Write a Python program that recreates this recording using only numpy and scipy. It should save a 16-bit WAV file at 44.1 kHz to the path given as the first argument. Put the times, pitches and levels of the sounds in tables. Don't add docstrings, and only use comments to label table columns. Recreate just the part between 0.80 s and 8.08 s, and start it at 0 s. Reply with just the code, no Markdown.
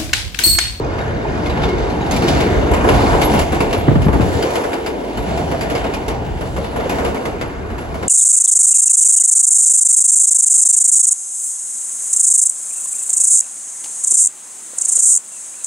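import sys
import numpy as np
from scipy import signal
from scipy.fft import rfft, irfft, next_fast_len
from scipy.io import wavfile
from scipy.ndimage import uniform_filter1d

SR = 44100
rng = np.random.default_rng(int(sys.argv[2]) if len(sys.argv) > 2 else 0)


def int16_out(signal):
    q = np.round(np.clip(np.atleast_2d(signal).T, -1, 1) * 32767)
    wavfile.write(sys.argv[1], SR, q.astype(np.int16))


N = 321048
TIME, FREQ = np.arange(N) / SR, np.fft.rfftfreq(next_fast_len(N), 1 / SR)
STEP = 8
LEAD_S = 0.0006
ARRIVES_S = 2.62


def undb(db):
    return 10 ** (np.asarray(db) / 20)


def curve(table):
    s, *columns = np.transpose(table)
    return [np.interp(TIME, s, c) for c in columns]


def shape(table, hz):
    table_hz, values = np.transpose(table)
    return np.interp(np.log(hz), np.log(table_hz), values)


def blend(anchors_hz, controls, hz):
    place = np.interp(np.log(hz), np.log(anchors_hz), np.arange(len(anchors_hz)))
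    k = min(int(place), len(anchors_hz) - 2)
    return controls[k] * (1 + k - place) + controls[k + 1] * (place - k)


def walk(rate, size=N):
    k = int(SR * size / N / rate)
    held = np.repeat(rng.standard_normal(size // k + 1), k)
    return 1.3 * uniform_filter1d(uniform_filter1d(held, k), k)[:size]


def band(spectrum, hz):
    skirt = np.cos(np.pi / 2 * np.clip(3 * np.log2(FREQ / hz + 1e-9), -1, 1))
    x = irfft(spectrum * skirt)[..., :N]
    return x / np.sqrt(np.mean(x ** 2))


def ring(x, hz, t60):
    r, w = np.exp(-np.log(1000) / (t60 * SR)), 2 * np.pi * hz / SR
    return signal.lfilter([np.sin(w)], [1, -2 * r * np.cos(w), r * r], x)


def far(s):
    return np.maximum(ARRIVES_S - s, 0)


def gate(span, edge_s):
    return np.clip(np.minimum(TIME - span[0], span[1] - TIME) / edge_s, 0, 1)


# time in seconds, centre pitch in Hz, level in dB before it breaks up.
MOTOR_TONES = [
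    [(6.5, 1200, -46), (6.9, 1150, -47), (7.28, 1120, -54)],
    [(6.3, 1600, -52), (6.9, 1570, -49), (7.28, 1570, -47)],
]


def whine():
    out = 0
    for table in MOTOR_TONES:
        hz, db = curve(table)
        fade = np.clip((TIME - table[0][0]) / 0.12, 0, 1)
        breakup = walk(90)
        turns = np.cumsum(hz + 30 * walk(60)) / SR
        out = out + fade * undb(db) * breakup * np.sin(2 * np.pi * turns)
    return out


# nominal pitch in Hz, relative level in dB, nominal decay t60 in seconds.
WHEEL_MODES = [(450, -5, .08), (620, -8, .06), (1250, -14, .05), (1620, -14, .05), (2150, -10, .08),
               (2450, -6, .05), (2750, -7, .045), (3000, -11, .05), (3750, -15, .04), (4500, -15, .018),
               (4900, -15, .018), (6400, -15, .02)]
SCRAPE_DB, SCRAPES_PER_S = -9, 90


def scrapes(spread_db=4.0, longer=.8):
    out = 0
    for hz, db, t60 in WHEEL_MODES[2:]:
        hits = rng.random((2, N)) < SCRAPES_PER_S / SR
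        plucks = hits * undb(db + spread_db * rng.standard_normal(N))
        out = out + ring(plucks, hz, longer * t60)
    drone_db = curve(ROLL)[1]
    return out / out.std() * undb(drone_db + SCRAPE_DB)


# start in seconds, level in dB before JOLT_DB, centre pitch in Hz, t60 in seconds.
JOLTS = [(0.273, -13, 363, 0.1), (0.449, -11, 695, 0.1), (0.63, -11, 358, 0.1), (0.799, -17, 443, 0.1),
         (0.927, -10, 333, 0.1), (1.239, -10, 300, 0.1), (1.447, -2, 339, 0.1), (1.538, -6, 347, 0.1),
         (1.558, -14, 277, 0.1), (1.918, -6, 442, 0.1), (2.05, -20, 393, 0.1), (2.325, -9, 299, 0.1),
         (2.729, -11, 458, 0.1), (2.814, -8, 484, 0.1), (2.877, -10, 412, 0.1), (2.94, -6, 460, 0.1),
         (3.643, -6, 495, 0.1), (3.937, -8.5, 404, 0.1), (4.073, -11, 463, 0.1), (4.511, -11, 650, 0.1),
         (4.583, -12, 401, 0.1), (4.713, -15, 463, 0.1), (4.739, -8, 708, 0.1), (4.844, -10, 401, 0.1),
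         (4.919, -10, 290, 0.1), (5.089, -10, 405, 0.1), (5.217, -20, 410, 0.1), (5.595, -17, 294, 0.1),
         (5.783, -9.5, 565, 0.088), (5.945, -17, 503, 0.1), (5.985, -7, 490, 0.1), (6.055, -7.5, 450, 0.1),
         (6.114, -17, 509, 0.1), (6.399, -15, 464, 0.1), (6.479, -19, 423, 0.1), (6.541, -11, 468, 0.1),
         (6.853, -21, 390, 0.1)]
JOLT_DB, JOLT_RISE_S, JOLT_WAVER = -4, 0.0027, 0.099


def jolts():
    out, drift, start_turns = np.zeros((2, N)), walk(120), rng.random((len(JOLTS), 2, 1))
    for (s, db, hz, t60), start in zip(JOLTS, start_turns):
        i, t = int(s * SR), TIME[:SR // 6]
        turns = hz * np.cumsum(1 + JOLT_WAVER * drift[i:i + len(t)]) / SR + start
        swell = undb(db + JOLT_DB - 60 * t / t60) * (1 - np.exp(-t / JOLT_RISE_S))
        out[:, i:i + len(t)] += swell * np.sin(2 * np.pi * turns)
    return out


# start in seconds, rms level in dB before flutter, centre pitch in Hz, decay scale in seconds.
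CHIRPS = [(0.198, -43, 3760, 0.025), (0.663, -33, 2150, 0.022), (0.698, -38, 3900, .025),
          (0.838, -38, 2160, 0.028), (0.885, -34, 2154, 0.06), (1.203, -43, 3880, 0.053),
          (1.21, -49, 6700, .04), (1.235, -45, 2830, .04), (1.322, -32, 3720, 0.015),
          (1.324, -32, 2210, .015), (2.432, -39, 3680, .03), (2.442, -30.5, 11310, 0.033),
          (2.974, -44, 11260, 0.041), (3.246, -53, 11250, 0.05), (4.398, -51, 11300, 0.048),
          (6.658, -50, 11050, 0.032), (7.004, -52, 10950, 0.044)]


def chirps(waver=.009, flutter_db=7.0):
    out, drift = np.zeros(N), walk(150)
    flutter = undb(flutter_db * (.5 - np.abs(walk(120))))
    for s, db, hz, length in CHIRPS:
        t = TIME[:int(2 * length * SR)]
        i = int(s * SR)
        turns = hz * np.cumsum(1 + waver * drift[i:i + len(t)]) / SR
        slip = np.sqrt(2) * np.sin(2 * np.pi * turns)
        out[i:i + len(t)] += undb(db) * slip * (1 - np.exp(-t / 0.0028)) * np.exp(-(t / length) ** 3)
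    return out * flutter


# time in seconds, girder roar in dB, rail drone in dB, wheel hiss in dB.
ROLL = [(0.0, -23.5, -33.5, -42.5), (.2, -25, -31, -41.5), (.45, -22.5, -31.5, -41),
        (.85, -22.5, -30.5, -39.5), (1.21, -22, -31, -41), (1.52, -20.5, -26.5, -30.5),
        (1.84, -18, -29, -39.5), (2.0, -22, -26, -40.5), (2.11, -16.5, -27.5, -33),
        (2.29, -20, -23.5, -31.5), (2.45, -19, -26, -33.5), (2.56, -16, -24, -31), (2.66, -28, -33.5, -38),
        (3.1, -20, -37.5, -43.5), (3.28, -24.5, -42, -45.5), (3.44, -21.5, -38, -40),
        (3.75, -22, -32, -38.5), (4.05, -25, -37.5, -44.5), (4.22, -25, -39, -44.5), (4.4, -26.5, -40, -45),
        (4.55, -27, -35, -40.5), (4.68, -25.5, -38, -40.5), (4.95, -26.5, -33.5, -42),
        (5.2, -27, -38.5, -44), (5.41, -28, -40.5, -49), (5.63, -33, -43.5, -46), (5.9, -28.5, -41, -44.5),
        (6.18, -23, -32.5, -41), (6.42, -27.5, -34.5, -43.5), (6.62, -31, -36, -48.5),
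        (6.81, -31, -39, -51.5), (7.28, -27.5, -38.5, -45)]
# time in seconds, level in dB.
RUMBLE = [(0.0, -26.5), (.5, -27.5), (.9, -25.5), (1.35, -27), (1.8, -23), (2.3, -19.5), (2.6, -25.5),
          (3.05, -28), (4.0, -31.5), (4.4, -33.5), (4.65, -28.5), (5.0, -34), (5.4, -31), (5.65, -27.5),
          (6.0, -34.5), (6.45, -32), (6.8, -34), (7.28, -32)]
# time in seconds, boom offset in dB, clang offset in dB, ring offset in dB.
LEAN = [(0, -4, -2.5, -7), (.5, -0.5, -1.5, -6), (1, -1, -2, -5), (1.4, 4.5, -.5, -6),
        (1.8, -2.5, -1.5, -2.5), (2.3, 1.5, 2.5, -7), (2.8, 2, 5, 1), (3.1, -3.5, -1, 2), (3.4, 2.5, 2, -2),
        (3.8, -4, -0.5, 0), (4.2, 0.5, -0.5, -2), (4.55, 4, 6, 1.5), (4.9, -3, 2, -.5),
        (5.35, -0.5, 2.5, 2.5), (5.8, 1, 2.5, 1), (6.4, -1.5, -1, -4), (6.8, -0.5, -3, -5),
        (7.28, -2, -3, -5)]
AIR_DB, AIR_FAR_DB_PER_S = -12, -4


def roll_levels():
    roar, drone, hiss = curve(ROLL)
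    rumble, = curve(RUMBLE)
    boom, clang, rings = curve(LEAN)
    air = hiss + AIR_DB + AIR_FAR_DB_PER_S * far(TIME)
    levels = [rumble, (rumble + 2 * roar) / 3 + boom, roar, (roar + drone) / 2 + clang, drone,
              (drone + hiss) / 2 + rings, hiss, air]
    return np.array(levels)[:, ::STEP]


# time in seconds, nominal peak in dB, body over peak in dB, top over peak in dB before distance,
# the wheel's own low ring in Hz, its dB over peak, its high ring in Hz, its dB over peak.
# OWN_RING_DB is added to both own rings.
KNOCKS = [(0.184, -29.5, 0.5, -12, 1650, -9, 3760, -16), (0.6599, -27.5, -10, -13, 2500, -1, 3500, -4),
          (0.6985, -27, -2.5, -13, 2400, -7, 3880, -9), (0.774, -33.5, 6, -14, 2940, -6, 4150, -13),
          (0.82, -29, -5, -14, 3090, -8, 3940, -7), (0.8354, -23.5, -3, -18, 2190, -5, 3610, -4),
          (0.8894, -27, -16, -16, 2180, -6, 3920, -12), (0.9832, -29.5, -16, -18, 2870, -9, 3410, -7),
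          (1.1, -31, -10, -14, 1910, -5, 4090, -11), (1.262, -32, -3, -14, 2710, -5, 3700, -12),
          (1.3109, -19.5, -8.5, -8, 4420, -9, 6450, -6.5), (1.3633, -20, -12, -12, 1950, -12, 3650, -10),
          (1.422, -28, 2, -6, 2470, -12, 4400, -7), (1.483, -16.5, -11, -17, 3350, -7, 4970, -12),
          (1.5494, -24, -16, -24, 2200, -2, 4620, -13), (1.6044, -23, -3, -14, 3140, -14, 3490, -10),
          (1.9137, -32.5, 12, -1, 2020, -1, 7140, -14), (1.9365, -24.5, -1, -7, 2200, -7, 7440, -11),
          (2.045, -36.5, 17, -5, 2200, -1, 3530, -13), (2.0887, -22, 5.5, -11, 2170, -5, 3370, -9),
          (2.14, -31, -4, -11, 1910, 3, 3700, -12), (2.208, -31, 9, -11, 2710, 1, 3380, -10),
          (2.33, -38.5, 19, -9, 2470, 2, 3460, 1), (2.416, -16, -5, -13.5, 2250, -8, 3470, -18),
          (2.434, -28, -3, -12, 2190, -3, 3650, -8), (2.538, -27.5, 8, -5, 3000, -14, 3420, -11),
          (2.592, -18, -6, -12.5, 1890, -14, 7460, -16), (2.7218, -27, 4, -11, 1970, -5, 3960, -14),
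          (2.805, -22, 2.5, -12.5, 2680, -1, 4860, -10), (2.9293, -20, -3.5, -18, 1890, -9, 3610, -15),
          (3.219, -28, -1, -14, 2950, -11, 3870, -13), (3.284, -40.5, 17.5, -11, 2640, -7, 4150, -14),
          (3.33, -36.5, 13.5, -7, 2140, -6, 3400, -15), (3.409, -27, 0, -17, 2330, -9, 3640, -11),
          (3.5164, -33, 0, -11, 2220, -4, 4410, -11), (3.626, -23.5, -2.5, -14, 3050, -3, 4780, -5),
          (3.646, -41, 0, -13, 2410, 0, 4550, -6), (3.7045, -26.5, -9, -14, 2250, -8, 3660, -12),
          (3.756, -23, 0.5, -12, 2200, -9, 3960, -12), (3.839, -29.5, 3.5, -14, 2010, -1, 3460, -11),
          (3.932, -27.5, 1, -14, 2380, 0, 4870, -7), (4.0622, -24.5, -2.5, -14.5, 2380, -4, 4900, -10),
          (4.3733, -32, 3, -9, 3050, -9, 4350, -5), (4.5753, -28.5, -2.5, -14, 2350, -4, 3740, -15),
          (4.714, -32, 6.5, -11, 1930, -8, 3660, -12), (4.81, -24.5, -3, -12.5, 2180, -2, 4760, -6),
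          (4.8993, -27.5, 1, -12, 2800, -10, 3520, -13), (4.9511, -23, -5, -18, 2130, -4, 4870, -10),
          (5.0422, -29.5, 4, -18, 2520, -5, 4980, -14), (5.137, -25.5, -3.5, -15.5, 2450, 1, 2970, -3),
          (5.2814, -26.5, -1.5, -12.5, 1960, -4, 4200, -19), (5.61, -33.5, 6, -9, 2640, -13, 5240, -20),
          (5.765, -33, 5, -10, 2190, -6, 4010, -15), (5.844, -32, 0, -17, 1930, -4, 3660, -8),
          (5.961, -36, 9, -5, 2150, -6, 3400, -14), (6.0, -34, 4, -15, 1910, -1, 3450, -8),
          (6.095, -24.5, -1.5, -10.5, 2480, 2, 6720, -20), (6.1856, -32.5, 7, -12, 2360, -5, 3870, -7),
          (6.2482, -25.5, 1, -12, 2920, -7, 4800, -17), (6.346, -31.5, 4.5, -11, 2930, -7, 6140, -14),
          (6.37, -36, 3.5, -16, 2230, 5, 3430, -12), (6.4543, -27, 0.5, -13, 2670, -2, 6130, -17),
          (6.6122, -28, 1.5, -16, 2580, -9, 4720, -14), (6.903, -41, 3.5, -13, 2890, -4, 4040, -11),
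          (6.982, -34.5, 1.5, -11, 2730, -10, 4480, -13), (7.1432, -40, 8.5, -8, 2680, -7, 5420, -15),
          (7.228, -33, 4, -11, 1940, 1, 7470, -16)]
THUD_DB, TOP_FAR_DB_PER_S = 6, -4.5
KNOCK_T60_S = 0.29
CLICK_DB, CLICK_S = 3.5, .002


def knock_levels(rise_s=0.0044, crack_s=0.007, tail_db=-5.0):
    power = np.full((4, N), 1e-14)
    pace = np.array([[.4], [.8], [1.05], [1.3]])
    for s, peak_db, body_db, top_db, *_ in KNOCKS:
        i = int((s - LEAD_S) * SR)
        t = TIME[:min(N - i, SR // 3)] * pace
        tail = np.exp(-t / crack_s) + undb(tail_db - 60 * t / KNOCK_T60_S)
        click = undb(CLICK_DB) * (1 - np.exp(-t / 0.00044)) * np.exp(-t / CLICK_S)
        fall = np.hypot((1 - np.exp(-t / rise_s)) * tail, click)
        top_db = top_db + TOP_FAR_DB_PER_S * far(s)
        part_db = peak_db + np.array([[body_db + THUD_DB], [body_db], [0], [top_db]])
        power[:, i:i + t.shape[1]] += (undb(part_db) * fall) ** 2
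    return 10 * np.log10(power[:, ::STEP])


def rattle(per_s=70, spread_db=3.0, fade_s=0.014):
    hits = (rng.random(N) < per_s / SR) * undb(spread_db * rng.exponential(size=N))
    gain = 1 + 0.13 * signal.lfilter([1], [1, -np.exp(-1 / (fade_s * SR))], hits)
    return gain / np.sqrt(np.mean(gain ** 2))


BANDS = 25 * 2 ** (np.arange(29) / 3)
ROLL_CONTROL_HZ = [110, 200, 400, 800, 1400, 2500, 4500, 11000]
# frequency in Hz, share in dB.
ROLL_SHARE = [(25, -41), (40, -11), (55, -1.5), (100, -6), (200, -8), (320, -7.5), (500, -7), (800, -2.5),
              (1000, -7), (1270, -6.5), (1600, -2), (2100, -5.5), (3200, -6), (5000, -7.5), (8000, -4),
              (9500, 4.5)]
ROLL_TOP = [(11000, -4), (13000, -23), (16000, -3.5)]
# centre in Hz, width in Hz, boost in dB before band levelling.
GIRDERS = [(62.4, 61, 22), (293, 87, 1.5), (458, 210, 8.5), (656, 105, 5), (1001, 98, 7), (2076, 180, 6),
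           (3040, 1100, 9)]
KNOCK_CONTROL_HZ = [500, 1400, 4500, 11000]
# frequency in Hz, share in dB.
KNOCK_SHARE = [(100, -20.5), (300, -11), (600, -6), (1400, -5), (2500, -6.5), (3500, -12), (4700, -10.5),
               (6000, -11.5), (8000, -5), (11000, 1.5), (16000, -17)]
BASS_GAP_S, BASS_GAP_DB, BASS_EDGE_S, BASS_GAP_HZ = (3.625, 4.36), -8, 0.016, 326


def rolling():
    controls, knocks = roll_levels(), knock_levels()
    noise = rfft(rng.standard_normal((2, N)), next_fast_len(N))
    for hz, width, db in GIRDERS:
        noise = noise * undb(db / (1 + (2 * (FREQ - hz) / width) ** 2))
    out, ticks, sway = 0, rattle()[::STEP], walk(8.7, size=knocks.shape[1])
    gap_db = BASS_GAP_DB * gate(BASS_GAP_S, BASS_EDGE_S)
    for hz in BANDS:
        flicker = 0.62 * sway + 1.57 * walk(10, size=len(sway))
        bed_db = blend(ROLL_CONTROL_HZ, controls, hz) + shape(ROLL_SHARE + ROLL_TOP, hz) + flicker
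        grain = ticks ** np.clip(hz / 2500, 0, 1)
        blow_db = blend(KNOCK_CONTROL_HZ, knocks, hz) + shape(KNOCK_SHARE, hz)
        level = np.hypot(grain * undb(bed_db), grain * undb(blow_db))
        bass_gap = undb(gap_db * np.clip(np.log2(BASS_GAP_HZ / hz) / 1.04, 0, 1))
        out = out + band(noise, hz) * bass_gap * np.repeat(level, STEP)[:N]
    return out


RING_DB, OWN_RING_DB = -2, 6
OWN_T60_S = (0.043, 0.039)
BOUNCES, BOUNCE_S, BOUNCE_DB = 3, .013, -6


def wheels(scatter_db=4.0, detune=0.033):
    hz, db, t60 = np.transpose(WHEEL_MODES)[:, :, None]
    t60 = np.vstack([t60, np.array(OWN_T60_S)[:, None]])
    chance = rng.standard_normal((len(KNOCKS), 4, len(WHEEL_MODES) + 2, 1))
    gaps = BOUNCE_S * (.5 + rng.exponential(size=(len(KNOCKS), BOUNCES))) / 1.5
    lags = np.cumsum(gaps, axis=1)
    out = np.zeros((2, N + SR))
    t = TIME[:SR // 14]
    for knock, (tune, size, phase_a, phase_b), after in zip(KNOCKS, chance, lags):
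        s, peak_db, body_db, _, low_hz, low_db, high_hz, high_db = knock
        i = int((s - LEAD_S) * SR)
        shared_db = RING_DB + (body_db + THUD_DB) * (hz < 1000) + db + scatter_db * size[:-2]
        mix_db = np.vstack([shared_db, [[low_db + OWN_RING_DB], [high_db + OWN_RING_DB]]])
        tuned = np.vstack([hz * (1 + detune * tune[:-2]), [[low_hz], [high_hz]]])
        build = 1 - np.exp(-t * tuned / 4.8)
        fall = undb(peak_db + mix_db - 60 * t / t60) * build
        strike = np.array([np.sum(fall * np.sin(2 * np.pi * tuned * t + np.pi * p), axis=0)
                           for p in (phase_a, phase_b)])
        for k, lag in enumerate([0, *after]):
            j = i + int(lag * SR)
            out[:, j:j + len(t)] += undb(k * BOUNCE_DB) * strike
    return out[:, :N]


# frequency in Hz, likeness from 0 to 1, left minus right gain in dB, phase of right in radians.
PORTS = [(0, 1, -2, -1.9), (110, 0.95, 0, 0), (200, 0.87, 2, 0), (300, 0.83, 1.4, 0), (445, 0.46, 1, 0),
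         (574, 0, -1.5, 0.7), (834, 0.56, 0, -0.6), (1240, 0.45, -0.5, -1.8), (1840, 0.39, 1, -3),
         (2190, 0.54, 2.5, -5.5), (2970, 0.8, 1, -4.5), (4500, 0.43, -1.5, -5.5), (5800, 0.75, -3, -4.5),
         (6160, 0.63, -2, -5), (7560, 0.27, -3.5, -6.5), (8170, 1, -1, -8.5), (10160, 1, 0, -11),
         (11900, 0.54, 0, -14.5), (13800, 0.8, 0, -15), (16000, .93, 0, -19)]


def ports(paths):
    hz, *columns = np.transpose(PORTS)
    alike, pan_db, phase = (np.interp(FREQ, hz, c) for c in columns)
    alike = np.clip(alike, 0, 1)
    a, b = rfft(paths, next_fast_len(N))
    right = alike * a * np.exp(1j * phase) + np.sqrt(1 - alike ** 2) * b
    return irfft(np.array([a * undb(pan_db / 2), right * undb(-pan_db / 2)]))[:, :N]


DRAUGHT_S = (3.078, 3.63)
DRAUGHT_DB, DRAUGHT_DB_PER_S, DRAUGHT_EDGE_DB = -26, -17, -14.5
EDDY_DB, EDDY_T60_S = -6, 0.37


def draught(alike=0.2):
    noise = rng.standard_normal((3, N))
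    noise = np.sqrt(alike) * noise[0] + np.sqrt(1 - alike) * noise[1:]
    throb = signal.sosfilt(signal.butter(2, [40, 150], "bandpass", fs=SR, output="sos"), noise)
    edge = signal.sosfilt(signal.butter(1, [220, 600], "bandpass", fs=SR, output="sos"), noise)
    edge = signal.sosfilt(signal.butter(2, 1200, fs=SR, output="sos"), edge)
    flow = undb(DRAUGHT_DB + DRAUGHT_DB_PER_S * (TIME - DRAUGHT_S[0]))
    for s, db, *_ in SLAPS:
        eddy = (TIME > s) * undb(db + EDDY_DB - 60 * np.abs(TIME - s) / EDDY_T60_S)
        flow = np.hypot(flow, eddy)
    flow = uniform_filter1d(flow, size=SR // 200)
    rough_throb = throb / throb.std() + undb(DRAUGHT_EDGE_DB) * edge / edge.std()
    return gate(DRAUGHT_S, 0.0096) * flow * undb(2.0 * walk(40)) * rough_throb


# row time in seconds, throb level in dB before panning, first pitch in Hz, settled throb in Hz,
# left minus right in dB, throb decay t60 in seconds.
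SLAPS = [(3.079, -1, 447, 88.7, -2, 0.14), (3.113, -7.5, 502, 140, -6, 0.19),
         (3.154, -3, 415, 86, -4, 0.21), (3.205, -17, 150, 55, 7, .2), (3.263, -5.5, 332, 97.8, -1, 0.15),
         (3.282, -6, 301, 64.7, 7, 0.31), (3.335, -20, 604, 59.3, -5, .2), (3.355, -9, 450, 230, -3, 0.14),
         (3.395, -4.5, 376, 89.4, 4, 0.11), (3.422, -13, 232, 62.6, 10, 0.27),
         (3.474, -24, 290, 79, 5, .15), (3.549, -15, 210, 57.3, 0, .2)]
SLAP_EDGE_DB = -5


def slaps(edge_s=0.0065, lag_s=0.00035, sink_s=0.00693):
    out = np.zeros((2, N))
    t = np.maximum(TIME[:SR // 5] - np.array([[0], [lag_s]]), 0)
    dull = signal.butter(1, [220, 650], "bandpass", fs=SR, output="sos")
    soft = signal.butter(2, 1700, fs=SR, output="sos")
    for s, db, first_hz, hz, pan_db, t60 in SLAPS:
        turns = hz * t + (first_hz - hz) * sink_s * (1 - np.exp(-t / sink_s))
        throb = np.sin(2 * np.pi * turns) * undb(-60 * t / t60)
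        rough = signal.sosfilt(np.vstack([dull, soft]), rng.standard_normal(t.shape))
        rough = rough / rough.std() * np.exp(-t / edge_s) * (1 - np.exp(-t / 0.0016))
        i = int((s + 0.001995) * SR)
        port_db = db + np.array([[pan_db], [-pan_db]]) / 2
        out[:, i:i + t.shape[1]] += undb(port_db) * (throb + undb(SLAP_EDGE_DB) * rough)
    return out


def scene():
    train = whine() + scrapes() + jolts() + chirps() + rolling() + wheels()
    return ports(train) + draught() + slaps()


TOP_HZ = 15950


def record(dry):
    dry = signal.sosfilt(signal.butter(2, 28, "highpass", fs=SR, output="sos"), dry)
    rounded = dry / (1 + (dry / .97) ** 4) ** .25
    return signal.sosfilt(signal.ellip(10, .2, 80, TOP_HZ, fs=SR, output="sos"), rounded)


dry = scene()
out = record(dry)
int16_out(out)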